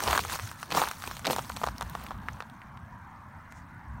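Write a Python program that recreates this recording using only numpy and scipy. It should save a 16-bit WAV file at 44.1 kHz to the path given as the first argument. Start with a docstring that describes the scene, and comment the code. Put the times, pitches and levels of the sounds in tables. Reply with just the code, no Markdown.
"""Outdoors at night, on frozen slush: three slow steps crunch, then the walker stops and the crust
keeps snapping under the shifting weight. Each step crushes a mass of small grains and sheds a fine
fizz of crystals; single plates of ice break with short hollow snaps. Behind are a distant hum like
traffic and a low rumble of air and handling on the microphone."""
import sys
import numpy as np
from scipy import signal
from scipy.fft import rfft, irfft
from scipy.io import wavfile
from scipy.ndimage import uniform_filter1d

SR = 44100
rng = np.random.default_rng(int(sys.argv[2]) if len(sys.argv) > 2 else 0)


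def to_wav(s):
    """Save 16-bit WAV."""
    ch = np.atleast_2d(s).T  # columns
    pcm = np.round(np.clip(ch, -1, 1) * 32767)  # PCM
    wavfile.write(sys.argv[1], SR, pcm.astype(np.int16))


N = 176400

# Crust giving way underfoot. Each row: time in seconds, crush level in dB, fizz level in dB.
CRUST_LEVELS = [(0, -44.5, -44), (0.06, -33.5, -41), (0.125, -29.5, -38.5), (0.18, -37.5, -39),
                (0.21, -65, -41.5), (0.275, -56, -48.5), (0.335, -33, -36), (0.38, -57.5, -48.5),
                (0.48, -53, -50), (0.572, -65, -61), (0.605, -57, -51.5), (0.69, -60, -60.5),
                (0.735, -39.5, -46), (0.772, -29.5, -32), (0.83, -35, -40.5), (0.87, -42.5, -45.5),
                (0.97, -59, -54.5), (1.06, -48.5, -48.5), (1.16, -57, -53.5), (1.235, -59, -58.5),
                (1.28, -39.5, -51.5), (1.317, -42, -33.5), (1.35, -47, -47), (1.43, -51, -52.5),
                (1.55, -68, -54.5), (1.655, -51, -50), (1.73, -56, -62.5), (1.85, -51.5, -61),
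                (2.04, -48, -58), (2.21, -56, -72.5), (2.32, -54, -65.5), (2.5, -64.5, -72),
                (2.8, -83, -75)]


def from_db(db):
    """Decibels to gain."""
    return 10 ** (np.asarray(db) / 20)


def rms_one(x):
    """Scale to unit power."""
    return x / np.sqrt(np.mean(x ** 2) + 1e-20)


def in_time(rows):
    """Per-sample curves from rows of time in seconds and values."""
    times_s, *columns = np.transpose(rows)
    return [np.interp(np.arange(N) / SR, times_s, column) for column in columns]


def event_time(size=1500):
    """Time axis of one small event, in seconds."""
    return np.arange(size) / SR


def pulse(t, peak_s):
    """Envelope: rises to 1 at peak_s, then decays."""
    u = np.maximum(t, 0) / peak_s
    return u * np.exp(1 - u)


def add(out, start_s, sound):
    """Mix in a short sound."""
    i = int(np.clip(start_s * SR, 0, N - 1))
    out[i:i + len(sound)] += sound[:N - i]


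def colour(x, spectrum):
    """Minimum-phase filter; white noise keeps its power. Each row: frequency in Hz, relative dB."""
    size = 2 * N
    hz, db = np.transpose(spectrum)
    bin_hz = np.arange(N + 1) * SR / size
    gain = rms_one(from_db(np.interp(np.log(bin_hz + 1), np.log(hz), db)))
    cepstrum = irfft(np.log(gain))
    cepstrum[1:N] *= 2
    cepstrum[N + 1:] = 0
    return irfft(rfft(x, size) * np.exp(rfft(cepstrum)))[:N]


def noise(spectrum):
    """Steady coloured noise, unit power."""
    return rms_one(colour(rng.standard_normal(N), spectrum))


def waver(x, depth_db, width_hz, hold_s, size=1024):
    """Neighbouring frequencies swell and sink together at random."""
    spectra = signal.stft(x, nperseg=size)[2]
    field = rng.standard_normal(spectra.shape)
    for _ in range(2):
        field = uniform_filter1d(field, max(1, int(width_hz * size / SR)), axis=0)
        field = uniform_filter1d(field, max(1, int(2 * hold_s * SR / size)), axis=1)
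    gain = rms_one(from_db(depth_db * rms_one(field)))
    return signal.istft(spectra * gain, nperseg=size)[1][:N]


def swells(rows, spectrum, size=1500):
    """Levelled noise under bell-shaped swells."""
    t, x = np.arange(N) / SR, noise(spectrum)
    x = x / np.sqrt(uniform_filter1d(x ** 2, size) + 1e-9)
    return x * sum(from_db(db) * np.exp(-.5 * ((t - at_s) / half_s) ** 2) for at_s, half_s, db in rows)


def grains(spectrum, per_s, spread_db, decay_s, size=1300):
    """Tiny random fractures: noise bursts of uneven strength, levelled to unit power."""
    onsets = rng.random(N) < per_s / SR
    power = onsets * from_db(spread_db * np.minimum(rng.exponential(1, N), 5)) ** 2
    envelope = np.sqrt(signal.lfilter([1], [1, -np.exp(-2 / (decay_s * SR))], power + 1e-12))
    bursts = colour(envelope * rng.standard_normal(N), spectrum)
    local_power = uniform_filter1d(uniform_filter1d(bursts ** 2, size), size // 2)
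    return bursts / np.sqrt(local_power + 1e-12)


def distant_hum(level_db=-51):
    """Wavering noise, like far traffic."""
    # Each row: frequency in Hz, relative level in dB.
    spectrum = [(100, -6), (420, -25), (600, -11.5), (800, -4.5), (960, 1), (1200, -4.5), (1600, -6),
                (2100, -14.5), (2600, -23.5), (3200, -29), (4800, -41), (16000, -50)]
    return from_db(level_db) * waver(noise(spectrum), depth_db=2.5, width_hz=130, hold_s=.08)


def mic_rumble():
    """Air and handling on the microphone: a low rumble with soft bumps."""
    # Each row: time in seconds, level in dB.
    rumble_levels = [(.6, -49.5), (1.0, -50), (1.4, -44), (2.25, -45), (2.45, -51.5), (2.95, -47.5),
                     (3.12, -52), (4, -47.5)]
    # Each row: centre in seconds, half-length in seconds, level in dB.
    bumps = [(.105, 0.022, -31), (.27, 0.091, -42.5), (.452, 0.016, -36), (1.07, 0.031, -47),
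             (1.7, 0.033, -42.5), (1.87, 0.042, -43.5), (2.16, 0.017, -39.5), (2.33, 0.021, -45),
             (3.93, 0.043, -40.5)]
    # Each row: frequency in Hz, relative level in dB.
    rumble_spectrum = [(15, -62), (30, -25), (55, -2), (90, 2), (150, -2.5), (225, -3.5), (310, -15),
                       (420, -27), (1500, -76)]
    bump_spectrum = [(15, -34), (42, -16), (62, 5), (80, 2.5), (110, -4), (200, -29), (1000, -65)]
    rumble = waver(noise(rumble_spectrum), depth_db=2, width_hz=140, hold_s=.04)
    return from_db(in_time(rumble_levels)[0]) * rumble + swells(bumps, bump_spectrum)


def sole():
    """The sole packs the slush with dull thuds and scuffs lightly near the end."""
    # Each row: centre in seconds, half-length in seconds, level in dB.
    thuds = [(.13, 0.1, -44.5), (.775, 0.04, -37.5), (1.078, 0.0041, -41), (1.3, 0.026, -32.5)]
    scuffs = [(3.515, 0.0077, -62), (3.575, 0.023, -61.5)]
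    # Each row: frequency in Hz, relative level in dB.
    thud_spectrum = [(50, -40), (140, -3.5), (260, -5.5), (450, -1.5), (700, -14), (1500, -49)]
    scuff_spectrum = [(1000, 5.5), (4000, 5), (7000, 13), (9500, 4), (12000, -6), (16000, -6)]
    return swells(thuds, thud_spectrum) + swells(scuffs, scuff_spectrum)


def tinkles(per_s=105, low_hz=1690, high_hz=10000, above_fizz_db=6, spread_db=4, rise_cycles=0.55):
    """Loosened crystals tick at random pitches; their level follows the fizz."""
    t, out = event_time(), np.zeros(N)
    fizz_db = in_time(CRUST_LEVELS)[1]
    candidates = 2000
    for when, chance, pitch, strength in rng.random((candidates, 4)):
        if chance < per_s * N / SR / candidates:
            hz = low_hz * (high_hz / low_hz) ** pitch
            db = fizz_db[int(when * N)] + above_fizz_db + spread_db * min(-np.log(strength), 3.5)
            tick = pulse(t, rise_cycles / hz) * np.sin(2 * np.pi * hz * t)
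            add(out, when * N / SR, from_db(db) * tick)
    return out


def chips(roughness=1.34):
    """Small pieces split off with a rough, briefly ringing click."""
    # Each row: start in seconds, pitch in Hz, ring time in seconds, level in dB.
    clicks = [(.0372, 5730, 0.00062, -24.5), (1.7816, 5240, 0.00044, -32), (1.8978, 14100, 0.00016, -39),
              (2.0395, 13200, 0.00014, -35), (2.085, 3350, 0.0014, -46), (2.117, 3420, 0.0016, -49.5),
              (2.331, 6300, 0.0012, -49), (2.499, 3420, 0.0002, -45)]
    t, out = event_time(), np.zeros(N)
    for start_s, hz, ring_s, db in clicks:
        jitter = signal.lfilter([1], [1, -np.exp(-4 / (ring_s * SR))], rng.standard_normal(len(t)))
        envelope = pulse(t, ring_s) * (1 + roughness * rms_one(jitter))
        add(out, start_s, from_db(db) * envelope * np.sin(2 * np.pi * hz * t))
    return out


def crunch(crush_trim_db=0.5, fizz_trim_db=4):
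    """Coarse grains crush under the sole; fine crystals fizz around it."""
    # Each row: frequency in Hz, relative level in dB.
    crush_spectrum = [(100, -13), (270, -11), (450, -10.5), (700, -3.5), (1050, 2), (1400, -5), (1900, -13),
                      (2400, -14.5), (3800, -17), (5500, -28.5), (16000, -27)]
    fizz_spectrum = [(300, -20.5), (1500, 0.5), (3000, -3.5), (4200, -2), (6000, -2), (9000, -3),
                     (12000, -7), (16000, -8.5)]
    crush_db, fizz_db = in_time(CRUST_LEVELS)
    crush = grains(crush_spectrum, per_s=1500, spread_db=3, decay_s=0.00047)
    crush *= from_db(crush_db + crush_trim_db)
    fizz = grains(fizz_spectrum, per_s=3000, spread_db=1, decay_s=0.00029)
    fizz *= from_db(fizz_db + fizz_trim_db)
    return crush + waver(fizz, depth_db=3, width_hz=900, hold_s=.009, size=256)


def plate_knock(t, hz, rise_cycles=0.76, sharpness=2.95, sag=0.19):
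    """Knock of 2-3 cycles. Highs run faster through a plate, so pitch falls as t ** -sag."""
    cycles = rise_cycles * (hz * t / rise_cycles) ** (1 - sag) / (1 - sag)
    return pulse(t, rise_cycles / hz) ** sharpness * np.sin(2 * np.pi * (cycles + rng.random()))


def plate_snaps():
    """Ice plates splinter, crack, then knock; the knock scatters off shoe and ground."""
    # Each row: start in seconds, knock level in dB, knock pitch in Hz, crack and splinter levels in dB.
    breaks = [(0.0042, -17, 1420, -41, -31.5), (0.024, -24, 950, -56, -41), (0.0377, -25.5, 690, -56, -31),
              (0.0764, -14.5, 920, -26, -47), (0.0839, -14.5, 1070, -29.5, -47),
              (0.1099, -20, 1210, -26, -29), (0.1299, -8.5, 1160, -26, -29), (0.151, -12, 1520, -62, -41),
              (0.159, -14, 1020, -51, -52), (0.177, -6.5, 1310, -24.5, -26),
              (0.1921, -12.5, 1150, -31, -44), (0.238, -25, 2260, -49, -42), (0.25, -21, 1120, -45, -36),
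              (0.2975, -22, 1450, -40.5, -39), (0.3564, -21, 1230, -52, -55), (0.3899, -24, 1200, -46, -39),
              (0.3967, -22, 1360, -38.5, -57.5), (0.4744, -29, 1720, -61, -38.5),
              (0.5147, -26.5, 1390, -64, -39.5), (0.6292, -21, 1356, -38.5, -38.5),
              (0.705, -26.5, 1610, -40.5, -37.5), (0.7132, -32, 1090, -33.5, -42),
              (0.7203, -19.5, 1060, -32.5, -38), (0.7242, -43, 1050, -29, -41),
              (0.7488, -15.5, 860, -30, -39), (0.7724, -9, 1040, -29, -30), (0.7786, -13, 920, -44, -35),
              (0.795, -18, 1060, -38, -41), (0.817, -9.5, 960, -29.5, -34), (0.8238, -12.5, 1090, -39, -49),
              (0.837, -14.5, 1210, -38, -32), (0.8743, -20.5, 1190, -44, -50),
              (0.8869, -26, 1580, -37, -31), (0.9128, -20.5, 1510, -35.5, -32),
              (1.022, -29, 1240, -42.5, -40), (1.039, -22.5, 1360, -55, -42),
              (1.075, -26.5, 1040, -35, -33.5), (1.1123, -21.5, 1230, -39.5, -44),
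              (1.168, -32, 1660, -40, -40), (1.1938, -30, 1380, -56, -39), (1.246, -24, 1750, -40, -60),
              (1.2517, -21, 1340, -30, -47), (1.2575, -19, 1850, -29, -34), (1.2684, -16, 714, -23.5, -27),
              (1.2762, -20.5, 704, -30.5, -57), (1.2999, -16.5, 770, -33.5, -49),
              (1.3079, -12.5, 850, -28.5, -39), (1.331, -18, 806, -34, -37),
              (1.3629, -17.5, 1020, -36, -29), (1.3842, -17, 800, -37.5, -36),
              (1.3915, -18, 1110, -36.5, -39), (1.4955, -36, 1390, -38, -36),
              (1.4999, -19.5, 1190, -49, -47), (1.5192, -47, 1560, -41, -55),
              (1.5648, -44, 1520, -37.5, -37.5), (1.57, -26, 1100, -38.5, -39),
              (1.6155, -21.5, 880, -42, -46), (1.6349, -17, 980, -39, -41), (1.6386, -13, 1000, -48, -38),
              (1.64, -16, 1070, -36, -40), (1.666, -22.5, 1290, -50, -37), (1.6723, -15.5, 885, -37, -41),
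              (1.686, -19, 1110, -39.5, -44), (1.8103, -19, 1070, -38, -36),
              (1.8198, -21.5, 1150, -40.5, -56), (1.825, -22, 1110, -41, -37), (1.897, -44, 1240, -52, -45),
              (1.9514, -18.5, 1030, -41.5, -45), (2.0652, -33, 1520, -40.5, -49),
              (2.1078, -22, 1070, -48, -61), (2.115, -25, 1030, -55, -68), (2.2854, -15, 1610, -45, -47),
              (2.4041, -20.5, 1340, -40, -52), (2.423, -30, 1060, -44.5, -73),
              (2.6176, -34.5, 1900, -58, -74), (2.7736, -37.5, 1530, -55, -66),
              (3.523, -34, 1630, -59, -50.5)]
    # Each row: frequency in Hz, relative level in dB.
    crack_spectrum = [(150, -42.5), (500, 4), (1500, -3), (2400, 3.5), (4200, 2.5), (6300, -10),
                      (8000, -8.5), (16000, -37)]
    splinter_spectrum = [(1000, -38), (4500, -4), (6500, 4), (9000, 2), (16000, -9)]
    knock_trim_db, crack_trim_db, splinter_trim_db = -0.02, 3, -0.5
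    crack_lead_s, splinter_lead_s = 0.0004, 0.00098
    scatter_db, chain_from_db, chain_db_per_db = -8.5, -48, 0.25
    t = event_time()
    crack_envelope = pulse(t, peak_s=0.00064) ** 0.48  # bites at once, lingers
    splinter_envelope = pulse(t, peak_s=0.001)
    crush_db = in_time(CRUST_LEVELS)[0]
    knocks, cracks, splinters = np.zeros((3, N))
    for start_s, knock_db, hz, crack_db, splinter_db in breaks:
        knock = from_db(knock_db + knock_trim_db) * plate_knock(t, hz)
        add(knocks, start_s, knock)
        crack = crack_envelope * rng.standard_normal(len(t))
        add(cracks, start_s - crack_lead_s, from_db(crack_db + crack_trim_db) * crack)
        splinter = splinter_envelope * rng.standard_normal(len(t))
        add(splinters, start_s - splinter_lead_s, from_db(splinter_db + splinter_trim_db) * splinter)
        echoes = pulse(t, peak_s=0.0023) * rng.standard_normal(len(t))
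        scatter = signal.fftconvolve(knock, echoes / np.linalg.norm(echoes))
        # Under heavy crush a break sets off its neighbours: more scatter.
        chain_db = chain_db_per_db * max(crush_db[int(start_s * SR)] - chain_from_db, 0)
        add(knocks, start_s, from_db(scatter_db + chain_db) * scatter)
    bright = colour(cracks, crack_spectrum) + colour(splinters, splinter_spectrum)
    bright = waver(bright, depth_db=0.5, width_hz=1500, hold_s=.012, size=128)
    bass_cut = signal.butter(2, 219, "high", fs=SR, output="sos")  # the knocks carry no low end
    return signal.sosfilt(bass_cut, knocks) + bright


def scene():
    """Feet on ice over the night background, mono."""
    steps = plate_snaps() + chips() + tinkles() + crunch() + sole()
    return (steps + distant_hum() + mic_rumble())[None]


def record(dry):
    """The microphone port cuts three treble dips; peaks are rounded, then the top is cut."""
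    # Each row: centre in Hz, width in Hz, gain in dB.
    port_dips = [(4900, 270, -5.5), (7430, 1600, -4), (10400, 1700, -6)]
    peak_limit, cutoff_hz = 0.28, 15800
    for hz, width_hz, db in port_dips:
        band = signal.lfilter(*signal.iirpeak(hz, hz / width_hz, fs=SR), dry)
        dry = dry + (from_db(db) - 1) * band
    dry = peak_limit * np.tanh(dry / peak_limit)
    return signal.sosfilt(signal.ellip(12, .1, 80, cutoff_hz, fs=SR, output="sos"), dry)


dry = scene()
out = record(dry)
to_wav(out)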